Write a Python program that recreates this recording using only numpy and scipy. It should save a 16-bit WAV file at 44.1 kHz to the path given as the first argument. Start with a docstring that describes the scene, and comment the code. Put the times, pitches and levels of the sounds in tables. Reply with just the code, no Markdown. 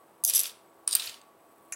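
"""Sharp clicks and a rasp: a metal fork pushes clams about in a frying pan.
Twice the tines knock on the shells and scrape over them, and the pushed clams tumble and settle.
The fork rings faintly as it slips off, and a last light knock sounds the pan.
Each touch makes what it hits ring briefly, with echoes from the pan and the kitchen.
Behind it all a fan hums and the oil barely sizzles."""
import sys
import numpy as np
from scipy import signal
from scipy.fft import rfft, irfft
from scipy.io import wavfile

SR = 44100
rng = np.random.default_rng(int(sys.argv[2]) if len(sys.argv) > 2 else 0)


def store_wav(level_fs):
    """Save 16-bit WAV to argv[1]."""
    pcm = np.round(np.clip(np.atleast_2d(level_fs), -1, 1) * 32767)
    wavfile.write(sys.argv[1], SR, pcm.T.astype(np.int16))


N = 77175
T = np.arange(N) / SR
FREQS_HZ = np.arange(N // 2 + 1) * SR / N

# Every knock of fork, shells and pan: start_s, level_db (before the boost), contact_s, body
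KNOCKS = [(0.2375, -17.5, .0011, "tips"), (0.2488, -13, 0.00057, "tips"), (0.2638, -27.5, .0011, "tips"),
          (.2761, -23, .0009, "ribbed"), (0.2963, -18, .0012, "ribbed"), (.3068, -26.5, .0006, "glancing"),
          (0.3354, -19.5, .0009, "ribbed"), (0.3483, -19, .0004, "ribbed"), (.3564, -22, .0009, "ribbed"),
          (0.3685, -21.5, .0004, "ribbed"), (0.3778, -20, .0004, "ribbed"),
          (0.3916, -17.5, .0009, "ribbed"), (.3957, -28.5, 0.0013, "heap"),
          (0.4021, -22.5, .0013, "ribbed"), (0.4124, -25, .0008, "ribbed"), (0.4337, -25, .001, "ribbed"),
          (0.4416, -33, .0006, "heap"), (0.4547, -28.5, 0.001, "heap"), (0.4935, -39.5, .001, "heap"),
          (.8748, -33.5, 0.00046, "smooth"), (0.8767, -15, 0.00021, "smooth"),
          (0.8879, -29, .0015, "smooth"), (0.91, -26.5, .0005, "glancing"),
          (0.9223, -29.5, .0003, "glancing"), (0.9275, -22.5, .0003, "glancing"),
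          (0.9292, -21, .0004, "glancing"), (0.934, -27, .0013, "glancing"), (0.9507, -12, .00047, "tines"),
          (.9540, -16, .0006, "tines"), (0.965, -26.5, .001, "glancing"), (.9950, -23.5, 0.003, "heap"),
          (1.0193, -33, .0018, "heap"), (1.0561, -34, .003, "ribbed"), (1.0705, -29, 0.0023, "heap"),
          (1.0939, -35.5, .001, "heap"), (1.1422, -41, .0005, "heap"), (1.2137, -50.5, 0.00093, "heap"),
          (1.7222, -27, .0011, "pan"), (1.728, -29, .004, "pan")]
def knocks(boost_db=19.5):
    """Each knock is a tiny rattle that sets a body (shell, fork or pan) ringing."""
    out = np.zeros(N + SR)
    for start_s, level_db, contact_s, body in KNOCKS:
        knock = energy_one(signal.fftconvolve(chatter(contact_s), ring(body)))
        start = int(start_s * SR)
        out[start:start + len(knock)] += from_db(level_db + boost_db) * knock
    return out[:N]

def chatter(contact_s):
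    """The force of one knock: tiny bounces that swell and die away."""
    t = T[:SR // 30] / contact_s
    swell = t * np.exp(1 - t)
    bounces = rfft(rng.choice([-1, 1], len(t)) * swell)
    even = irfft(bounces / (np.abs(bounces) + 1e-12), len(t))  # all pitches equally strong
    return even * np.minimum(1, 2 * np.sqrt(swell))

# The tones each body rings with, lowest first: pitch_hz, relative_level_db
BODY_TONES = { "tips": [(4950, -1.5), (6350, 1.5), (8950, -1), (9900, 4.5), (11200, -1), (12500, 2),
              (13900, -2.5), (15200, -4.5)], "ribbed": [(3600, -10.5), (4900, -7), (5850, -0.5), (6350, -5),
              (7650, -6.5), (8250, 2), (8900, -9), (10100, 3.5), (10900, 4), (11500, 5), (12450, 1.5),
              (13500, -2.5)], "smooth": [(1100, -15), (4950, -3), (5650, -7), (6400, -11.5), (8500, -2),
              (9000, 3.5), (9550, 5), (10000, 8), (10900, -2), (11500, -5), (14500, -4.5)],
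              "glancing": [(3250, -9.5), (3830, -3.5), (4950, 4), (5600, -8), (6900, -14), (8620, 3),
              (9100, 3.5), (9850, -4.5), (13200, -7)], "tines": [(1080, -17.5), (3000, -21), (3830, -1),
              (4700, 2), (7400, -7), (8200, 3.5), (8800, 1), (9550, 0.5), (10200, -5), (11500, 0.5),
              (12450, -1), (13150, 1), (14650, -1), (15300, -1.5)], "heap": [(1500, -14.5), (2680, 1.5),
              (3000, -2.5), (3380, 1), (3850, 1.5), (4550, 3.5), (5200, -2.5), (6300, -12), (8200, -3.5)],
              "pan": [(660, -10), (1500, -7), (1920, 0.5), (2400, -5.5), (2800, -8.5), (5740, -4.5),
              (6210, 3.5), (7150, 9), (7680, -1), (8700, 0.5), (10000, 0.5)]}
# How long each body's tones take to fade by 60 dB: body, fade_s
BODY_FADE_S = {"tips": .010, "ribbed": .012, "smooth": .007, "glancing": .008, "tines": .010, "heap": .009,
               "pan": .011}
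def ring(body, spread_db=4.5, detune_share=0.013, crack_db=-12.5):
    """A tapped body gives a dry crack and fading tones, a little different at every spot."""
    t = T[:SR // 16]
    tones = 0
    for k, (pitch_hz, level_db) in enumerate(BODY_TONES[body]):
        louder, higher = rng.standard_normal(2)
        gain = (-1) ** k * from_db(level_db + spread_db * louder)
        tones += gain * np.cos(2 * np.pi * pitch_hz * (1 + detune_share * higher) * t)
    tones = energy_one(tones * fade(t, BODY_FADE_S[body]))
    crack = energy_one(filtered(signal.unit_impulse(len(t)), "band", [4970, 12000]))
    low_cut_hz = 0.59 * BODY_TONES[body][0][0]  # a body gives off little below its lowest tone
    return energy_one(filtered(tones + from_db(crack_db) * crack, "high", low_cut_hz, order=3))

# Tines dragged over a ribbed shell: time_s, level_db
RIB_SCRAPE = [(.25, -34), (.274, -29), (.287, -23.5), (.299, -32.5), (.313, -55), (.331, -45.5),
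              (.359, -16.5), (.374, -32.5), (.402, -24), (.425, -57), (.47, -39), (.49, -62)]
# Tines skidding over a smooth shell before they slip off: time_s, level_db
SMOOTH_SKID = [(.88, -44), (.912, -42), (.931, -30), (.948, -48.5)]
def scrape(spots=4, catches_per_s=3400):
    """The tines catch and slip at several spots on a shell and keep it ringing."""
    out = 0
    for stroke, body in [(RIB_SCRAPE, "ribbed"), (SMOOTH_SKID, "glancing")]:
        for _ in range(spots):
            catches = clicks(catches_per_s / spots, spread_db=2.0) * level(stroke)
            out += through(catches, ring(body))
    return out / np.sqrt(spots)

# Shells sliding on each other, one list for each push: time_s, level_db
SHELL_SLIDES = [
    [(.275, -51), (.298, -29.5), (.32, -40.5), (.36, -31.5), (.405, -36.5), (.428, -39), (.47, -39.5),
     (.52, -53.5)],
    [(.878, -42), (.91, -52.5), (.96, -36), (.985, -44.5), (1.04, -38.5), (1.08, -42.5), (1.15, -54),
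     (1.2, -65)],
]
# The tone colour of their grinding: pitch_hz, relative_level_db
GRIT_COLOUR = [(200, -37.5), (550, -14), (1000, -13), (1800, -6.5), (3000, 2.5), (7000, -1.5),
               (12500, -5.5), (16000, -9)]
def slides(ticks_per_s=6000, tilts_db_per_octave=(2, -1.46)):
    """Rough shells grind in a stream of tiny ticks, brighter when pressed than when settling."""
    out = 0
    for push, tilt in zip(SHELL_SLIDES, tilts_db_per_octave):
        spectrum = [(hz, db + tilt * np.log2(hz / 5000)) for hz, db in GRIT_COLOUR]
        out += level(push) * colour(clicks(ticks_per_s, spread_db=2.5), spectrum)
    return out

# The fork's own tones: pitch_hz, level_db
FORK_TONES = [(3822, -41), (4613, -47), (13200, -43.5)]
def fork_ring(start_s=0.92, fade_s=0.16):
    """Free of the shell, the tines ring on faintly."""
    age = np.maximum(T - start_s, 0)
    tones = sum(from_db(db) * np.sin(2 * np.pi * hz * age) for hz, db in FORK_TONES)
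    return tones * fade(age, fade_s)

# A hollow note under the first push: time_s, pitch_hz, level_db
HOLLOW_NOTE = [(.25, 690, -65), (.295, 640, -53.5), (.33, 538.7, -60.5), (0.389, 442, -56), (.44, 405, -71)]
def hollow(width_hz=150):
    """A faint, breathy note sinks in pitch as the shells shift."""
    time_s, pitch_hz, level_db = np.transpose(HOLLOW_NOTE)
    waver = filtered(rng.standard_normal((2, N)), "low", width_hz / 2)
    phase = 2 * np.pi * np.cumsum(np.interp(T, time_s, pitch_hz)) / SR
    note = rms_one(waver[0] * np.cos(phase) + waver[1] * np.sin(phase))
    return level(np.column_stack([time_s, level_db])) * note

def bump(start_s=1.067, pitch_hz=93.4, swell_s=0.013):
    """A low, soft bump swells and fades as the shells settle."""
    age = np.maximum(T - start_s, 0)
    swell = age / swell_s * np.exp(-age / swell_s)
    return from_db(-56) * np.sin(2 * np.pi * pitch_hz * age) * swell

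def pan_echoes(sound, level_db=-12.5, fade_s=0.059):
    """Sound bounces briefly between the pan's walls and the lid held beside it."""
    echoes = rng.standard_normal(N) * fade(T, fade_s) * (T > .001)
    return from_db(level_db) * through(sound, energy_one(echoes))

# The tone colour of the kitchen's echo: pitch_hz, relative_level_db
ROOM_COLOUR = [(200, -19), (1000, 9), (2500, -1.5), (4500, -3.5), (7000, -12), (11000, -3.5), (16000, -1)]
# How long that echo takes to fade by 60 dB: pitch_hz, fade_s
ROOM_FADE = [(500, 0.7), (3500, 0.33), (8000, 0.41), (15000, 0.13)]
def kitchen_echo(sound, level_db=-12, build_s=0.0066):
    """The room's echoes blur into a tail whose high pitches die sooner."""
    noise = rfft(colour(rng.standard_normal(N), ROOM_COLOUR))
    edges_hz = np.geomspace(200, 17000, 10)
    tail = 0
    for low, high in zip(edges_hz, edges_hz[1:]):
        band = irfft(noise * (FREQS_HZ >= low) * (FREQS_HZ < high), N)
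        tail += band * fade(T, at_hz(ROOM_FADE, np.sqrt(low * high)))
    tail *= 1 - np.exp(-T / build_s)
    return from_db(level_db) * through(sound, energy_one(tail))

# The fan's hum and two faint whines: pitch_hz, level_db
FAN_TONES = [(332, -70.5), (398.4, -73.5), (662.1, -73), (1130, -67.5), (7950, -81.5), (12040, -85)]
# The tone colour of its rushing air: pitch_hz, relative_level_db
AIR_COLOUR = [(30, -49.5), (66, -20.5), (130, -12.5), (240, -7), (400, -5), (680, -3), (1120, -6.5),
              (1400, -13), (2300, -20.5), (5500, -29.5), (8500, -29)]
def fan(air_db=-60, width_share=0.0058):
    """A fan gives rushing air and a few wavering tones, each a narrow band of noise."""
    hum = 0
    for pitch_hz, level_db in FAN_TONES:
        distance = 2 * (FREQS_HZ - pitch_hz) / (width_share * pitch_hz)
        tone = irfft(rfft(rng.standard_normal(N)) / (1 + distance ** 2), N)
        hum += from_db(level_db) * rms_one(tone)
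    return hum + from_db(air_db) * colour(rng.standard_normal(N), AIR_COLOUR)

# The frying, which picks up a little near the end: time_s, level_db
FRYING_LEVEL = [(0, -71.5), (1.36, -73), (1.52, -68), (1.75, -68)]
# The tone colour of the bubbles: pitch_hz, relative_level_db
SIZZLE_COLOUR = [(3000, -15.5), (7000, -16), (8200, 0), (12000, -1.5)]
def sizzle(bubbles_per_s=560):
    """Tiny bubbles burst in the warm oil."""
    return level(FRYING_LEVEL) * colour(clicks(bubbles_per_s, spread_db=-1.0), SIZZLE_COLOUR)

def from_db(db):
    """Turn decibels into a number to multiply by."""
    return 10 ** (np.asarray(db) / 20)

def rms_one(x):
    """Scale a sound so its average strength (rms) is 1."""
    return x / np.sqrt(np.mean(x ** 2) + 1e-20)

def energy_one(x):
    """Scale a sound so its total energy is 1."""
    return x / np.sqrt(np.sum(x ** 2) + 1e-20)

def fade(age_s, fade_s):
    """A smooth fall of 60 dB every fade_s seconds."""
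    return np.exp(-np.log(1000) * age_s / fade_s)

def at_hz(points, hz):
    """Read between a table's rows, with octaves evenly spaced."""
    pitch_hz, value = np.transpose(points)
    return np.interp(np.log(np.maximum(hz, 1)), np.log(pitch_hz), value)

def level(points):
    """A volume curve through (time_s, level_db) points, silent outside them."""
    time_s, level_db = np.transpose(points)
    return from_db(np.interp(T, time_s, level_db)) * (T >= time_s[0]) * (T <= time_s[-1])

def colour(x, spectrum):
    """Give a steady sound a tone colour, at average strength 1."""
    return rms_one(irfft(rfft(x) * from_db(at_hz(spectrum, FREQS_HZ)), N))

def filtered(x, keep, edge_hz, order=2):
    """Keep the low pitches, the high ones or a band between."""
    return signal.sosfilt(signal.butter(order, edge_hz, keep, fs=SR, output="sos"), x)

def through(x, response):
    """Let every sample of a sound set off a ring or an echo."""
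    return signal.fftconvolve(x, response)[:N]

def clicks(per_s, spread_db):
    """Random clicks of uneven size, at average strength 1."""
    sizes = from_db(spread_db * np.minimum(rng.exponential(1, N), 3.5))
    return rms_one((rng.random(N) < per_s / SR) * sizes * rng.choice([-1, 1], N))

def scene():
    """The clatter echoes in pan and kitchen, over the fan, the oil and a soft bump."""
    background = fan() + sizzle() + bump()
    clatter = scrape() + slides() + knocks() + fork_ring() + hollow()
    clatter += pan_echoes(clatter)
    return (clatter + kitchen_echo(clatter) + background)[None]

def record(dry):
    """The very highest pitches, above 15900 Hz, are cut away steeply."""
    return signal.sosfilt(signal.ellip(10, .2, 70, 15900, fs=SR, output="sos"), dry)

dry = scene()
out = record(dry)
store_wav(out)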